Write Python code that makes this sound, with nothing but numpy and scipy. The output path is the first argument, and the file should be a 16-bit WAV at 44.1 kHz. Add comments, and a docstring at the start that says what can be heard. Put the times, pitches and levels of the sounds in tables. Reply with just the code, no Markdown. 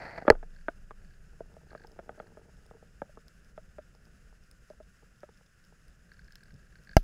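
"""Under water, over sand: a spearfisher glides along with a camera in a watertight housing.
Water rumbles low under a faint hiss, both filtered noise; shrimp snap and the lens drive ticks in short rings.
Gear bumps the housing in dull knocks, made of dying sines. A rub and a hard double knock open the scene.
At the end the speargun fires with a crack, a ring and a shove that overload the microphone."""
import sys
import numpy as np
from scipy import signal
from scipy.fft import rfft, irfft
from scipy.io import wavfile

SR = 44100
rng = np.random.default_rng(int(sys.argv[2]) if len(sys.argv) > 2 else 0)


def to_wav(s):
    """Save 16-bit WAV."""
    ch = np.atleast_2d(s).T  # columns
    pcm = np.round(np.clip(ch, -1, 1) * 32767)  # PCM
    wavfile.write(sys.argv[1], SR, pcm.astype(np.int16))


N = 310023
TIME = np.arange(N) / SR  # seconds from the start
AFTER = np.arange(4096) / SR  # seconds since a blow

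# In every table of ringing, t60_s is the time a note takes to die by 60 dB.
# The notes the housing rings with: pitch_hz [Hz], level_db [dB], t60_s [s]
HOUSING_NOTES = [(371, -31, 0.0077), (472, -12.5, 0.076), (630, -14.5, 0.054), (847, 3, 0.0075),
                 (1270, -7, 0.015), (1590, -6.5, 0.021), (2160, -20.5, 0.024), (3250, -14.5, 0.011)]


def gain_of(db):
    """Turns decibels into a factor."""
    return 10 ** (np.asarray(db) / 20)


def evened(x):
    """Scales a sound to an rms (average strength) of one."""
    return x / np.sqrt(np.mean(x ** 2) + 1e-20)


def add(mix, start_s, sound):
    """Adds a sound into the mix at a given time, cutting off what runs past the end."""
    part = mix[max(round(start_s * SR), 0):][:len(sound)]
    part += sound[:len(part)]


def follow(curve):
    """Joins the (time, level) rows of a table by straight lines."""
    return np.interp(TIME, *np.transpose(curve))


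def coloured(x, points):
    """Filters a sound to a given spectrum, with no sound ahead of its cause (minimum phase)."""
    hz, db = np.transpose(points)
    grid_hz = abs(np.fft.fftfreq(8192, 1 / SR)) + 1  # the 1 avoids log(0)
    log_gain = np.log(gain_of(np.interp(np.log(grid_hz), np.log(hz), db)))
    response = np.exp(np.conj(signal.hilbert(log_gain)))
    taps = np.fft.ifft(response).real[:len(AFTER)]
    return signal.fftconvolve(x, taps)[:len(x)]


def cut(x, hz, kind, order=2):
    """Keeps what lies below ("low") or above ("high") a frequency."""
    sos = signal.butter(order, min(hz, SR / 2 - 1), kind, fs=SR, output="sos")
    return signal.sosfilt(sos, x)


def ring(notes):
    """Sums the dying sines that one blow sets off."""
    return sum(gain_of(db - 60 * AFTER / t60) * np.sin(2 * np.pi * hz * AFTER) for hz, db, t60 in notes)


def gripped(x):
    """The diver's hand chokes any ringing within a few hundredths of a second."""
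    return x * np.exp(-(AFTER / .02) ** 2)


def drift(rate_hz):
    """Makes a slow random wander of rms one from noise below a frequency."""
    spectrum = rfft(rng.standard_normal(N))
    return evened(irfft(spectrum * (np.fft.rfftfreq(N, 1 / SR) < rate_hz), N))


def burst(colour, t60):
    """A short spray of tiny contacts is dying noise, coloured and brought back to its old energy."""
    spray = evened(rng.standard_normal(len(AFTER))) * gain_of(-60 * AFTER / t60)
    sound = coloured(spray, colour)
    energy = np.sum(gain_of(-120 * AFTER / t60))
    return sound * np.sqrt(energy / np.sum(sound ** 2))


def water(flow_db=2, lump_db=1.5, hiss_db=-69.5, waver_db=1.0):
    """Moving water rumbles in slow random lumps, under a faint hiss that wavers slightly."""
    # Strength of the water round the housing, before flow_db: time_s [s], level_db [dB]
    flow = [(0.75, -58), (1.66, -57.5), (2.49, -59), (4.38, -60), (5.41, -63.5), (6.22, -59.5), (6.48, -60),
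            (6.7, -58.5)]
    # Colour of the rumble: pitch_hz [Hz], level_db [dB]
    flow_colour = [(10, -12), (20, -1), (60, -4), (90, -14), (180, -11), (280, -27), (480, -26.5),
                   (680, -31.5), (1000, -44.5), (2000, -70)]
    # Colour of the hiss inside the housing: pitch_hz [Hz], level_db [dB]
    hiss_colour = [(700, -25), (1000, -15), (1420, 1.5), (1700, 0), (2200, -11.5), (2750, -7.5),
                   (3300, -17), (4400, -17.5), (5100, -10), (5800, -15), (6700, -12), (9400, -21.5),
                   (10400, -16.5), (11800, -26.5), (15400, -25), (16000, -39.5)]
    lumpy = rng.standard_normal(N) * gain_of(lump_db * drift(12))
    rumble = evened(coloured(lumpy, flow_colour))
    hiss = evened(coloured(rng.standard_normal(N), hiss_colour)) * gain_of(waver_db * drift(20))
    return gain_of(follow(flow) + flow_db) * rumble + gain_of(hiss_db) * hiss


def shrimp(wall_db=-4, fizz_db=-9, t60=0.0066, reef_db=-55.0, reef_spread_db=1.5, count=16, far_per_s=8):
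    """Snaps ring at their own pitch and in the housing wall; more come as the reef draws close."""
    # The nearest shrimp: start_s [s], peak_db [dB], pitch_hz [Hz]
    near = [(1.871, -47.5, 5150), (1.9183, -52.5, 5300), (2.6643, -51.5, 9000), (3.2825, -45, 4900),
            (4.513, -42, 8790), (5.882, -52.5, 9560), (6.323, -46, 5160), (6.3559, -38.5, 4130),
            (6.4358, -47.5, 8600)]
    out = np.zeros(N)
    # the square root crowds the random times towards the end
    reef = [(TIME[-1] * np.sqrt(when), reef_db + reef_spread_db * (2 * size - 1), 5000 + 600 * pitch)
            for when, size, pitch in rng.random((count, 3))]
    wall = gain_of(wall_db) * ring([(5160, 6.0, 0.0069), (10200, -6.0, 0.0055), (14000, -7, .01)])
    for start_s, peak_db, pitch_hz in list(near) + reef:
        fizz = gain_of(fizz_db) * burst([(1200, -19.0), (3000, 14), (15000, -11)], t60)
        snap = ring([(pitch_hz, 0, t60)]) + wall + fizz
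        add(out, start_s, gain_of(peak_db) * snap / abs(snap).max())
    # faint far snaps at random times all share one short ring
    far = (rng.random(N) < far_per_s / SR) * gain_of(rng.uniform(-66, -56, N))
    far_snap = ring([(3630, -2, 0.0062), (5200, -4, 0.011), (6600, -8, 0.0066)])
    return out + signal.fftconvolve(far, far_snap / abs(far_snap).max())[:N]


def lens_steps(count=3, first_db=-4):
    """The drive steps evenly through each run: the first step is weaker, one in three may be stronger."""
    # Runs of the lens drive: start_s [s], length_s [s], step_s between steps [s],
    # level_db [dB], accent_db of the stronger steps [dB]
    runs = [(0.538, .082, 0.024, -57, 7.5), (1.017, .135, .03, -56.5, 0), (1.686, .048, .019, -54, 6),
            (1.757, .09, .02, -52, 1.5), (2.165, .115, .026, -60, 5.5), (6.092, .14, .025, -55.5, 9),
            (6.256, .26, .025, -54, 4), (6.553, .125, .038, -59, 2), (6.724, .078, .031, -55, 6),
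            (6.872, .07, .02, -44.5, 2)]
    steps = []
    for start_s, length_s, step_s, level_db, accent_db in runs:
        for k in range(int(length_s / step_s) + 1):
            tick_db = level_db + accent_db * (k % count == 1) + first_db * (k == 0)
            steps.append((start_s + k * step_s, tick_db))
    return steps


def lens(buzz_db=0.5, spread=0.013, scrape_db=-17, scrape_t60=0.042):
    """Each step of the drive starts with a faint scrape and swells into a brief buzz."""
    # Notes of the buzz, before a small random detuning: pitch_hz [Hz], level_db [dB], swell_s to the peak [s]
    notes = [(1618, -4, 0.0028), (1727, -8.5, 0.0015), (4430, -12.5, .0016), (2130, -13.5, 0.00085),
             (5540, -34.5, 0.00089)]
    scrape_colour = [(800, -3), (1700, 3), (3200, -6), (4700, 5), (7000, -19), (12000, -25)]
    out = np.zeros(N)
    for start_s, tick_db in lens_steps():
        add(out, start_s, gain_of(tick_db + scrape_db) * burst(scrape_colour, scrape_t60))
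        for pitch_hz, note_db, swell_s in notes:
            u = AFTER / swell_s
            swell = u ** 2 * np.exp(2 - 2 * u)  # peaks at one
            detune = 1 + spread * rng.standard_normal()
            tone = np.sin(2 * np.pi * (pitch_hz * detune * AFTER + rng.random()))
            add(out, start_s, gain_of(buzz_db + tick_db + note_db) * swell * tone)
    return out


def scuff(level_db=-73, start_s=1.25, end_s=2.85, per_s=130, hard_hz=450, low_hz=300):
    """A loose strap drags over the housing in tiny slips, swelling and fading with the swim stroke."""
    stroke = np.sin(np.pi * np.clip((TIME - start_s) / (end_s - start_s), 0, 1))
    slips = (rng.random(N) < per_s / SR) * rng.uniform(-1.04, 1, N) * stroke
    ringing = signal.fftconvolve(slips, ring(HOUSING_NOTES))[:N]
    return gain_of(level_db) * evened(cut(cut(ringing, hard_hz, "low"), low_hz, "high"))


def jostle(level_db=-50, swim_per_s=11, glide_per_s=1.6, start_s=1.2, swim_end_s=2.8, glide_end_s=5.8,
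           hard_hz=900, low_hz=330):
    """Loose gear brushes the housing in faint random bumps: often in the swim, seldom in the glide."""
    per_s = np.where(TIME < swim_end_s, swim_per_s, glide_per_s) * (TIME > start_s) * (TIME < glide_end_s)
    bumps = (rng.random(N) < per_s / SR) * rng.uniform(0.28, 1, N)
    ringing = signal.fftconvolve(bumps, ring(HOUSING_NOTES))[:N]
    return gain_of(level_db) * cut(cut(ringing, hard_hz, "low"), low_hz, "high")


def thud(start_s=6.533, swell_s=.01):
    """One soft, deep bump as the diver takes aim: low dying sines under a short swell and fade."""
    out = np.zeros(N)
    u = AFTER / swell_s
    body = ring([(80, -48, .4), (135, -43, .4), (175, -49, .3), (265, -56, .15), (400, -62, .1)])
    add(out, start_s, u * np.exp(1 - u) * body)
    return out


def rub(offset_db=-1, end_s=0.32, fade_s=0.025, slips_per_s=1500, spread_db=1.5):
    """A sleeve slips along the housing in dense, uneven spurts that fade out around the hard knock."""
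    # Strength of the rub, before offset_db and the fade: time_s [s], level_db [dB]
    strength = [(0.0, -43), (0.172, -47), (0.182, -43), (0.208, -54), (0.226, -50), (0.242, -64.5),
                (0.27, -52)]
    # Colour of the rub: pitch_hz [Hz], level_db [dB]
    colour = [(47, -33.5), (80, -3), (300, -11.5), (370, -4.5), (419, -11.5), (665, 0.5), (1080, -15),
              (1600, -5), (1940, -5.5), (2650, -23), (2880, -34), (3630, -35.5), (4480, -18), (6810, -48),
              (12000, -49), (15600, -81), (22000, -120)]
    slips = (rng.random(N) < slips_per_s / SR) * rng.choice([-1, 1], N)
    sizes = gain_of(spread_db * np.minimum(rng.exponential(1, N), 4))
    spurts = gain_of(2.2 * drift(70))
    sound = evened(coloured(slips * sizes * spurts, colour))
    return sound * gain_of(follow(strength) + offset_db) * np.clip((end_s - TIME) / fade_s, 0, 1)


def catches(start_db=-42.0, per_s=200, fade_db_per_s=-45, end_s=.21):
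    """The sleeve also catches and lets go in coarser, fading grains that ring the housing wall."""
    # Notes of the wall: pitch_hz [Hz], level_db [dB], t60_s [s]
    wall = [(623, -15.5, .04), (918, 0.5, 0.034), (1670, -6, .02), (2000, -0.5, 0.022), (2270, -13, .014),
            (4630, -10, 0.0058)]
    slips = (rng.random(N) < per_s / SR) * rng.uniform(-0.85, 1, N) * (TIME < end_s)
    return signal.fftconvolve(slips * gain_of(start_db + fade_db_per_s * TIME), ring(wall))[:N]


def mount(swing_hz=23.0, first_db=-31, first_t60=0.4558, late_db=-43, late_t60=5.33):
    """The hard knock makes the camera mount boom; then it swings slowly and settles."""
    # Notes of the boom, before the hand chokes them: pitch_hz [Hz], level_db [dB], t60_s [s]
    boom = [(84, -22, .08), (205, -25, 0.067), (410, -13, .03)]
    t = np.maximum(TIME - .326, 0)  # seconds since the swing began
    fading = gain_of(first_db - 60 * t / first_t60) + gain_of(late_db - 60 * t / late_t60)
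    out = -np.sin(2 * np.pi * swing_hz * t) * fading
    add(out, .3045, gripped(ring(boom)))
    return out


def cracks(clack_s=.3016):
    """The hardest contacts also crack brightly as dying noise, and the hardest of all clacks."""
    # Hard contacts: start_s [s], level_db [dB], t60_s [s]
    contacts = [(.3023, -20, 0.006), (0.3209, -47, .005)]
    # Colour of the crack: pitch_hz [Hz], level_db [dB]
    colour = [(900, -12), (1850, 4), (2300, -7), (2900, -24), (3700, -13), (4400, -3), (5050, -4),
              (5700, -20), (6200, -17), (7200, -30), (8000, -26), (11000, -35), (16000, -41)]
    # Notes of the clack, before the hand chokes them: pitch_hz [Hz], level_db [dB], t60_s [s]
    clack = [(828, -19, .044), (1720, -3, .0134), (1936.5, -14, .024), (2370, -29, .02), (4330, -14, .007)]
    out = np.zeros(N)
    for start_s, level_db, t60 in contacts:
        add(out, start_s, gain_of(level_db) * burst(colour, t60))
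    add(out, clack_s, gripped(ring(clack)))
    return out


def knocks(low_hz=190, top_hz=3650, spread_s=.0018, rattle_db=-22, rattle_t60=0.1,
           ring_t60=.045, overtone_ratio=2.15, overtone_t60=0.021, rebound_share=.65):
    """Each bump rings the housing and the gear itself, and touches again as it rebounds."""
    # Gear bumping the housing: start_s [s], level_db [dB], hard_hz where a soft contact loses treble [Hz],
    # ring_hz of the gear [Hz], ring_db [dB], overtone_db [dB], rebound_s until the second touch [s]
    bumps = [(0.1803, -37, 3970, 595, 0, -9, 0.006), (0.221, -30, 530, 764, -5, 6, 0.0014),
             (0.2497, -37.5, 750, 575, 4, 1, 0.0025), (0.2674, -40.5, 5000, 600, -1, -8, 0.0015),
             (0.2785, -9.5, 1640, 593, -5, -2, 0.0035), (0.2998, -1.5, 960, 652, -2.5, -8.5, 0.0022),
             (0.3205, -29.5, 600.0, 610, -7, 10.0, 0.0034), (0.3508, -41, 1530, 699, -8.5, 0, 0.0015),
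             (0.4274, -43, 2150.0, 747.0, 2.0, -3.0, 0.00463),
             (0.6822, -25.5, 2140, 679, -4.5, 6.5, 0.0032),
             (0.9069, -43.5, 2830.0, 533.0, -18.0, 7.5, 0.0049),
             (1.4043, -31.7, 500.0, 673.0, 7.0, -5.0, 0.002),
             (1.5652, -40, 740.0, 656, -8.0, -18.0, 0.0015), (1.7151, -50, 2500, 600, 4, 0, 0.0026),
             (1.7292, -43, 1600, 560, -18, -15, 0.0014), (1.7488, -33.5, 1320.0, 660, -16.0, -2.5, 0.0017),
             (1.8447, -46.2, 2040.0, 400.0, -18.0, -2.0, 0.0024),
             (1.9891, -41.5, 2730.0, 638.0, 7.5, -2, 0.0056),
             (2.0916, -31, 1670.0, 702, -18.0, -7.0, 0.0015), (2.1783, -45, 600, 630, -2, 5, 0.0046),
             (2.1989, -33.1, 2277, 641.0, -16.0, -10.0, 0.0015),
             (2.3703, -45, 1350.0, 616.0, -1.0, -4.0, 0.0048),
             (2.7095, -39.5, 980.0, 471.0, -14.5, -7.0, 0.00153), (2.747, -55, 1000, 442, 7, -18, 0.0045),
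             (2.825, -40.3, 570.0, 535.0, -11.0, -18.0, 0.0015),
             (3.017, -25.5, 1090.0, 566, -3.0, -5.0, 0.0013), (3.0923, -58, 1470, 601, 5.5, -10, 0.0015),
             (3.1714, -42, 830.0, 559.0, -8.0, 6.0, 0.0046),
             (3.5764, -37.8, 2050.0, 629.0, -4.0, -17.5, 0.0015),
             (3.7828, -47.4, 3210.0, 615, 11.0, 1, 0.005),
             (4.7002, -50.0, 1240.0, 611.0, 11.0, -6.0, 0.0049),
             (4.8003, -52.6, 1180.0, 623.0, 11.0, 0.0, 0.0047), (5.028, -52, 760, 500, -17, -5, 0.0024),
             (5.231, -48.5, 3770.0, 613, 11.0, 1.0, 0.0054),
             (5.2883, -49.5, 1850.0, 505.0, -11.5, -18.0, 0.0023), (5.4088, -58, 1380, 494, 0, 0, 0.0014)]
    rattle_colour = [(150, -6), (480, 0), (1500, -11), (2600, -19), (3500, -19)]
    out = np.zeros(N)
    hz = np.fft.rfftfreq(len(AFTER), 1 / SR)
    shell = ring(HOUSING_NOTES)
    # bending waves: treble arrives first, 1 kHz after spread_s
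    travel = np.exp(-4j * np.pi * spread_s * np.sqrt(1000 * hz))
    for start_s, level_db, hard_hz, ring_hz, ring_db, overtone_db, rebound_s in bumps:
        rebound = 1 + rebound_share * np.exp(-2j * np.pi * hz * rebound_s)
        contact = rebound / (1 + 1j * hz / hard_hz) ** 2
        gear = ring([(ring_hz, ring_db, ring_t60), (overtone_ratio * ring_hz, overtone_db, overtone_t60)])
        rattle = gain_of(rattle_db) * burst(rattle_colour, rattle_t60)  # the mount rattles on
        blow = gripped(shell + gear) + rattle
        add(out, start_s, gain_of(level_db) * irfft(rfft(blow) * contact * travel))
    return cut(cut(out, low_hz, "high"), top_hz, "low", order=4)


def shot(start_s=6.9677, ring_db=-7, crack_db=-19, crack_t60=0.0088, slide_db=-46, slide_t60=0.1,
         push_db=0.8, push_s=0.0033, rise_hz=700):
    """The trigger lets go: a crack, the ringing gun, the sliding spear, and the recoil's shove and swing."""
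    # Notes of the speargun, before ring_db and the choking hand: pitch_hz [Hz], level_db [dB], t60_s [s]
    gun = [(315, -23.5, 0.006), (650, 1, 0.027), (754, -7, 0.032), (1340, -13.5, 0.03), (1613, -13, 0.027),
           (2080, -15, 0.019), (2790, -11, 0.0097), (4850, -15, 0.019), (5150, -16.5, .01),
           (5860, -13, 0.01), (6700, -30, 0.012)]
    steel = [(800, -5), (2500, -0.5), (6000, 3), (7800, -14.5), (11500, -1), (15300, -9)]
    out = np.zeros(N)
    u = AFTER / push_s
    push = gain_of(push_db) * cut((1 - u) * np.exp(-u), rise_hz, "low")  # a shove one way, then back
    swing = ring([(30, -16, 0.16), (219, -22.5, 0.055), (382, -37.5, 0.08)])
    crack = gain_of(crack_db) * burst(steel, crack_t60)
    slide = gain_of(slide_db) * burst(steel, slide_t60)
    ringing = gain_of(ring_db) * gripped(ring(gun))
    add(out, start_s, crack + slide - ringing - push + swing)
    return out


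def scene():
    """Everything reaches one microphone inside the housing."""
    background = water() + shrimp() + lens()
    handling = scuff() + jostle() + thud() + rub() + catches()
    blows = mount() + cracks() + knocks() + shot()
    return (background + handling + blows)[None]


def record(dry, edge_hz=16400):
    """The microphone clips whatever is too loud; then a low-pass takes off the highest treble."""
    clipped = np.clip(dry, -1, 1)
    taps = signal.firwin(511, edge_hz, window=("kaiser", 9), fs=SR)
    return signal.oaconvolve(clipped, taps[None], "same")


dry = scene()
out = record(dry)
to_wav(out)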